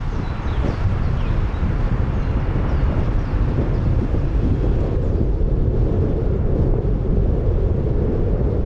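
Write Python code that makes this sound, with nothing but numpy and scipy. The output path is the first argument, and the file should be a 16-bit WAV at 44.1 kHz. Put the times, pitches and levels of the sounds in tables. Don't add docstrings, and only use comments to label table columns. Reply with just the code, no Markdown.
import sys
import numpy as np
from scipy import signal
from scipy.io import wavfile
from scipy.ndimage import uniform_filter1d, minimum_filter1d, map_coordinates

SR = 44100
rng = np.random.default_rng(int(sys.argv[2]) if len(sys.argv) > 2 else 0)


def store_pcm(level_fs):
    pcm = np.round(np.clip(level_fs, -1, 1) * 32767).astype(np.int16)
    wavfile.write(sys.argv[1], SR, np.atleast_2d(pcm).T)


N = 381465
TOP_HZ = 15700

# time_s, share_of_cruising_speed
AIRSPEED = [(0, 0.21), (.55, 0.28), (1.0, 0.42), (2.8, 0.56), (3.6, 0.61), (4.45, 0.66), (4.9, 0.91),
            (6.2, 0.93), (7.4, 0.95), (8.65, 0.98)]
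# middle_s, length_s, rush_swing_db, boom_swing_db, rush_bend_octaves
GUSTS = [(0.052, 0.043, -3, -3.5, 0.0047), (0.189, .17, 4.5, -2, -.2), (.45, 0.35, 4, -2.5, -0.16),
         (0.68, .17, 8, -0.5, .2), (0.785, 0.074, -1, -2, 0), (1.13, .5, -1.5, 1.5, .2),
         (1.53, .2, -2, -7, -0.028), (1.678, 0.1195, 1, 5.5, -0.092), (1.92, 0.183, 1, 1.5, .05),
         (2.35, 0.1995, 1, 2.5, 0.06), (2.578, 0.09, 5, 6, 0.01), (2.7, .16, 2.5, -2.5, 0.31),
         (2.98, .26, 1.5, 2, 0.32), (3.273, 0.23, -1, -3, 0), (3.508, .075, 6, 3, -0.27),
         (3.602, 0.084, 7.5, 4.5, 0.081), (3.7, .18, 2.5, 1, 0.19), (3.848, 0.25, 0.5, 4, -0.0064),
         (4.023, .071, 5.5, -2, -0.22), (4.1, 0.097, 0, -9, 0.0077), (4.15, 0.034, 3, 2, 0.04),
         (4.34, .14, -0.5, -2, 0), (4.449, .08, 9, 4, -0.32), (4.524, .08, 6, 3.5, -0.37),
         (4.651, 0.0641, 5, 3.5, -.1), (4.87, .24, 2.5, -1.5, 0.076), (5.214, 0.0796, 0, 2, -.05),
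         (5.38, .28, -2, -5, -0.038), (5.66, 0.11996, -1, 4.5, -.1), (5.99, 0.68, 2.5, 1, 0.011),
         (6.43, .1, -3.5, -1.5, 0.08), (6.6, 0.247, 4.5, 2.5, -0.045), (6.78, 0.1026, 3.5, 2.5, 0.031),
         (6.98, 0.23, -1.5, -0.5, -0.063), (7.16, .16, 1.5, 2.5, -0.11), (7.55, .4, 1, -2, 0),
         (7.95, .1, 0.5, -1.5, -0.0035), (8.1, 0.66, 2, 0, 0.0056), (8.48, .3, 2, 0.5, 0.11),
         (8.64, 0.14, -1.5, -10, 0.09)]


def from_db(db):
    return 10 ** (np.asarray(db) / 20)


def unit_rms(x):
    return x / np.sqrt(np.mean(x ** 2) + 1e-20)


def curves(rows):
    time_s, *columns = np.transpose(rows)
    return [np.interp(np.arange(N) / SR, time_s, column) for column in columns]


def swells(rows):
    t, rows = np.arange(N) / SR, np.array(rows)
    shapes = [np.cos(np.pi * np.clip((t - middle_s) / length_s, -.5, .5))
              for middle_s, length_s in rows[:, :2]]
    return rows[:, 2:].T @ np.array(shapes)


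def band(x, low_hz, high_hz, order):
    sos = signal.butter(order, [low_hz, min(high_hz, .45 * SR)], "band", fs=SR, output="sos")
    return signal.sosfilt(sos, x + 1e-18)


def drift(rate_hz):
    pole = np.exp(-40 * np.pi * rate_hz / SR)
    white = rng.standard_normal(N // 20 + 2002)
    slow = signal.lfilter([1], [1, -2 * pole, pole * pole], white)[2000:]
    return np.interp(np.arange(N) / 20, np.arange(len(slow)), unit_rms(slow))


def coloured_noise(spectrum, flicker_db, flicker_hz):
    hz, db = np.transpose(spectrum)
    edges_hz = 14 * 2 ** (np.arange(31) / 3)
    white, out = rng.standard_normal((2, N + SR // 2)), np.zeros(N)
    for k, (low, high) in enumerate(zip(edges_hz, edges_hz[1:])):
        centre_hz, flicker = np.sqrt(low * high), drift(flicker_hz)
        if hz[0] <= centre_hz <= hz[-1]:
            level_db = np.interp(np.log(centre_hz), np.log(hz), db)
            out += from_db(level_db + flicker_db * flicker) * band(white[k % 2], low, high, order=3)[-N:]
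    return unit_rms(out)


def steady(x, span_s):
    return x / np.sqrt(uniform_filter1d(x ** 2, int(span_s * SR)) + 1e-9)


def shifted(x, ratio):
    return map_coordinates(x, [np.cumsum(ratio)], order=3, mode="mirror")


def glide(pitches_hz, progress, jitter_hz):
    hz = np.polyval(np.polyfit([0, .5, 1], pitches_hz, 2), progress) + jitter_hz
    return np.sin(2 * np.pi * np.cumsum(hz) / SR)


def birds(rasp_hz=330, flutter_db=4, waver_db=1.1):
    # start_s, length_s, start_hz, middle_hz, end_hz, relative_db, rasp_amount
    notes = [(0.102, 0.14, 6620, 5500, 4540, -60.5, .9), (0.233, 0.072, 4080, 3940, 3900, -50, 0.28),
             (.418, .08, 6400, 6230, 6140, -63, .3), (0.472, 0.044, 3960, 3700, 3880, -48.5, 0.4),
             (.523, 0.055, 3710, 3390, 3090, -47, .45), (0.662, 0.052, 6600, 5700, 5020, -54.5, 1.4),
             (0.704, 0.098, 5000, 4520, 4020, -54.5, 0.7), (1.023, 0.07, 5052, 4360, 4150, -56.5, 0.4),
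             (1.17, 0.067, 3412, 3012, 2730, -48.5, 0.7), (1.225, 0.054, 2720, 2520, 2510, -46, 0.13),
             (1.19, .1, 5720, 5000, 4422, -62, 0.8), (1.263, 0.083, 3900, 3650, 3590, -53.5, 0.8),
             (1.539, 0.043, 3690, 3870, 3940, -53.5, 0.22), (1.82, 0.067, 4150, 4480, 4696, -64, .5),
             (1.918, 0.069, 4750, 4292, 4000, -67, .5), (2.136, .1, 6500, 6330, 6270, -65, .6),
             (2.22, 0.045, 4180, 4115, 4140, -55, 0.1), (2.278, 0.057, 4170, 4190, 4194, -67, .08),
             (2.401, 0.078, 5516, 4700, 4330, -61, 1.1), (2.692, 0.028, 5700, 5430, 4850, -57, .3),
             (2.725, .05, 4870, 4820, 4780, -61, 0.1), (2.768, 0.056, 4750, 4400, 4286, -57, .15),
             (3.184, 0.052, 5760, 5700, 5510, -61, 0.3), (3.242, 0.055, 5400, 4802, 4500, -58, .22),
             (3.3, 0.076, 4350, 4010, 3680, -61, .4), (3.736, 0.051, 5300, 4750, 4412, -58, 0.9),
             (5.027, 0.099, 7535, 6447, 5293, -68.5, 1), (5.12, 0.085, 4750, 4700, 5000, -68, 0.53)]
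    out, wobble, flutter, waver = np.zeros(N), drift(330), drift(200), drift(45)
    for start_s, length_s, *pitches_hz, db, rasp in notes:
        first, n = int(start_s * SR), int(length_s * SR)
        at, progress = slice(first, first + n), np.linspace(0, 1, n)
        tremor = unit_rms(from_db(flutter_db * min(rasp, 1) * flutter[at] + waver_db * waver[at]))
        swell = np.abs(np.sin(np.pi * progress)) ** 0.1
        out[at] += from_db(db) * swell * tremor * glide(pitches_hz, progress, rasp * rasp_hz * wobble[at])
    return out


def trees(x, direct_db=3.5, wet_db=1.0, t60_s=0.67, count=90):
    out = from_db(direct_db) * x
    for delay_s, strength in zip(rng.uniform(0.0034, 0.22, count), rng.standard_normal(count)):
        lag = int(delay_s * SR)
        out[lag:] += from_db(wet_db - 60 * delay_s / t60_s) * 2 * strength / np.sqrt(count) * x[:-lag]
    return out


def whines(waver_db=2.0):
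    # start_s, end_s, start_hz, middle_hz, end_hz, jitter_hz, level_db
    tones = [(2.0, 2.679, 2651, 2792, 2940, 40, -55), (2.659, 3.123, 2930, 2850, 2770, 60, -52.5),
             (3.25, 3.72, 2530, 2460, 2410, 25, -58), (3.998, 5.048, 2520, 2609, 2720, 70.7, -58),
             (4.38, 4.92, 3289, 3270, 3332, 9.3, -57.5), (4.965, 5.034, 521, 482, 432, 4, -29)]
    out, jitter, waver = np.zeros(N), drift(120), drift(11)
    for start_s, end_s, *pitches_hz, jitter_hz, db in tones:
        at = slice(int(start_s * SR), int(end_s * SR))
        progress = np.linspace(0, 1, len(out[at]))
        swell = from_db(db + waver_db * waver[at]) * np.sqrt(np.abs(np.sin(np.pi * progress)))
        out[at] += swell * glide(pitches_hz, progress, jitter_hz * jitter[at])
    return out


def grit(decay_s=0.0018):
    # start_s, relative_db
    grains = [(4.728, -54), (4.807, -44), (4.833, -54), (4.871, -58)]
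    t, out = np.arange(SR // 50) / SR, np.zeros(N)
    for start_s, db in grains:
        at = int(start_s * SR)
        out[at:at + len(t)] += from_db(db) * rng.standard_normal(len(t)) * np.exp(-t / decay_s)
    return band(out, 3500, 7500, order=3)


def tyres(edge_hz=6900, above_edge_db=-10, gust_share=0.24):
    # time_s, tread_relative_db, hiss_relative_db
    road_levels = [(0.03, -40.5, -58), (.35, -37, -60.5), (.7, -36, -59), (1.05, -38, -58.5),
                   (2.25, -38.3, -62.5), (2.65, -37, -62.5), (3.05, -38, -60.5), (4.1, -42.5, -61.5),
                   (4.85, -44.5, -61.3), (5.02, -47, -63), (5.3, -50.5, -66.5), (5.65, -51, -67),
                   (5.85, -47.5, -63.5), (6.5, -48, -68), (7.15, -49.5, -66.5), (8.3, -47, -67),
                   (8.62, -50.5, -67)]
    # frequency_hz, relative_density_db
    tread_spectrum = [(350, -9), (700, 1), (950, 1.5), (1350, -1.5), (2000, -8), (2800, -13.5), (3700, -30),
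                      (6000, -42.5)]
    hiss_spectrum = [(1800, -5.5), (2900, 3), (3600, 1), (5000, -3.5), (6400, -8), (8000, -7.5),
                     (10000, -18.5), (12800, -32.5)]
    # middle_s, length_s, swing_db
    swishes = [(.78, 0.31, 3), (1.83, .14, 2.5), (3.02, .14, 2), (5.55, .12, 1), (6.33, .12, 1),
               (6.43, 0.097, -3), (6.61, .14, 3), (6.755, 0.086, -3.5), (6.84, 0.069, 2.5),
               (7.1, 0.084, -2.5), (7.62, 0.13, 1.5), (7.9, 0.25, 0.5), (8.15, 0.079, 3), (8.52, .09, 2)]
    tread_db, hiss_db = curves(road_levels)
    tread = from_db(tread_db + 1.5) * coloured_noise(tread_spectrum, flicker_db=.5, flicker_hz=32)
    swing_db = gust_share * swells(GUSTS)[0] + swells(swishes)[0]
    hiss = coloured_noise(hiss_spectrum, flicker_db=1.0, flicker_hz=13)
    below = signal.sosfilt(signal.cheby1(10, .5, edge_hz, fs=SR, output="sos"), hiss)
    above = from_db(above_edge_db) * band(hiss, edge_hz, TOP_HZ, order=6)
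    grain_db = 0.69 * drift(90)
    return tread + from_db(hiss_db + 6.5 + swing_db + grain_db) * unit_rms(below + above)


def thuds():
    # middle_s, length_s, level_db
    eddies = [(0.196, 0.18, -33.5), (4.033, 0.037, -27.5), (4.455, .07, -24.5), (4.533, 0.064, -22),
              (5.21, .06, -25), (5.95, 0.055, -25.5), (6.102, 0.044, -22), (6.6, 0.11, -27),
              (2.568, 0.05, -28), (8.092, 0.075, -25)]
    # frequency_hz, relative_density_db
    thud_spectrum = [(130, -10), (190, 2.5), (270, 2), (340, -6), (450, -23)]
    body = steady(coloured_noise(thud_spectrum, flicker_db=4.0, flicker_hz=20), span_s=.03)
    return body * swells([(middle_s, length_s, from_db(db)) for middle_s, length_s, db in eddies])[0]


def slaps():
    # middle_s, peak_db, half_width_s
    bursts = [(0.2, -15.5, 0.001), (.648, -12, 0.00065), (.653, -23, 0.0013), (0.662, -11.5, 0.0012),
              (.685, -19, 0.00053), (0.69, -15, 0.0012), (0.703, -19, 0.00045), (3.505, -18, 0.00068),
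              (3.597, -20, 0.00058), (4.021, -17, 0.001), (4.15, -14.5, 0.00052), (4.446, -19, 0.0008),
              (4.521, -13.5, 0.0011), (4.644, -12, 0.00088), (5.215, -14, 0.00066), (6.043, -18, 0.00061),
              (6.649, -16, 0.0006), (6.737, -19, 0.00082), (6.74, -12.5, 0.00041), (7.172, -13, 0.00058)]
    t, out = np.arange(N) / SR, np.zeros(N)
    for middle_s, db, half_width_s in bursts:
        offset = (t - middle_s) / half_width_s
        out -= from_db(db) * offset * np.exp(.5 - .5 * np.minimum(offset ** 2, 100))
    return out


def vortex_hum(pitch_hz, blur_hz=59):
    phase = 2 * np.pi * np.cumsum(pitch_hz) / SR
    wander = signal.sosfilt(signal.butter(3, blur_hz, fs=SR, output="sos"), rng.standard_normal((2, N)))
    return unit_rms(wander[0] * np.cos(phase) + wander[1] * np.sin(phase))


def air_rush(speed, bend, cruise_hum_hz=436.7):
    # frequency_hz, relative_density_db
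    rush_spectrum = [(120, -21), (195, 1.5), (260, 2), (320, 4), (400, 1.5), (520, 1), (640, -8.5),
                     (820, -14), (1500, -26.5), (3000, -58.5)]
    hum = vortex_hum(cruise_hum_hz * speed * bend ** .5)
    hum_share = 0.4 * speed ** 1.3
    broad = shifted(coloured_noise(rush_spectrum, flicker_db=0.87, flicker_hz=37), bend * speed ** .06)
    rush = steady(np.sqrt(1 - hum_share) * broad + np.sqrt(hum_share) * hum, span_s=0.14)
    return rush * unit_rms(from_db(0.75 * drift(29)))


def wind():
    # frequency_hz, relative_density_db
    buffet_spectrum = [(14, -0.5), (25, 1.5), (40, 4), (65, 0), (85, -1), (120, -18), (200, -35)]
    boom_spectrum = [(60, -11.5), (85, -2.5), (105, -0.5), (130, -2), (165, -10), (220, -12.5), (320, -26),
                     (600, -52)]
    # middle_s, length_s, swing_db
    heaves = [(.38, 0.25, -3), (.77, .1, -3.5), (.9, .14, 2.5), (1.38, 0.16, 2), (2.25, .1, -4),
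              (2.88, .12, 3), (3.1, 0.12, 2), (3.24, 0.14, -5), (3.55, .14, -1.5), (3.9, 0.13, 2),
              (4.78, .12, 2), (6.4, 0.16, -4), (6.75, 0.15, 2), (7.25, 0.15, 2), (7.41, .1, -3.5),
              (7.82, 0.1, -1.5), (8.52, .14, -4.5)]
    speed = curves(AIRSPEED)[0]
    rush_swing_db, boom_swing_db, bend_octaves = swells(GUSTS)
    bend, decades = 2 ** bend_octaves, np.log10(speed)
    buffet_db = -19 + 5.5 * decades + swells(heaves)[0] + 1.73 * drift(7.0)
    boom_db = -22.5 + 6.9 * decades + boom_swing_db + 0.55 * drift(6.8)
    rush_db = -27 + 17.5 * decades + rush_swing_db
    buffet = steady(coloured_noise(buffet_spectrum, flicker_db=-2.9, flicker_hz=3.7), span_s=0.13)
    boom = coloured_noise(boom_spectrum, flicker_db=-0.05, flicker_hz=10)
    boom = steady(shifted(boom, bend ** .45), span_s=0.098)
    return from_db(buffet_db) * buffet + from_db(boom_db) * boom + from_db(rush_db) * air_rush(speed, bend)


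def scene():
    return (wind() + thuds() + slaps() + tyres() + whines() + grit() + trees(birds()))[None]


def record(dry, ceiling_db=-9.0, release_db_per_s=90, fade_s=.012):
    t = np.arange(N) / SR
    over_db = np.maximum(20 * np.log10(np.abs(dry[0]) + 1e-9) - ceiling_db, 0)
    release_db = release_db_per_s * t
    duck_db = release_db - np.maximum.accumulate(over_db + release_db)
    gain_db = uniform_filter1d(minimum_filter1d(duck_db, size=200), size=300)
    fade = np.minimum(np.minimum(t, t[::-1]) / fade_s, 1)
    top_cut = signal.cheby2(12, 70, TOP_HZ, fs=SR, output="sos")
    return signal.sosfilt(top_cut, dry * from_db(gain_db) * fade)


dry = scene()
out = record(dry)
store_pcm(out)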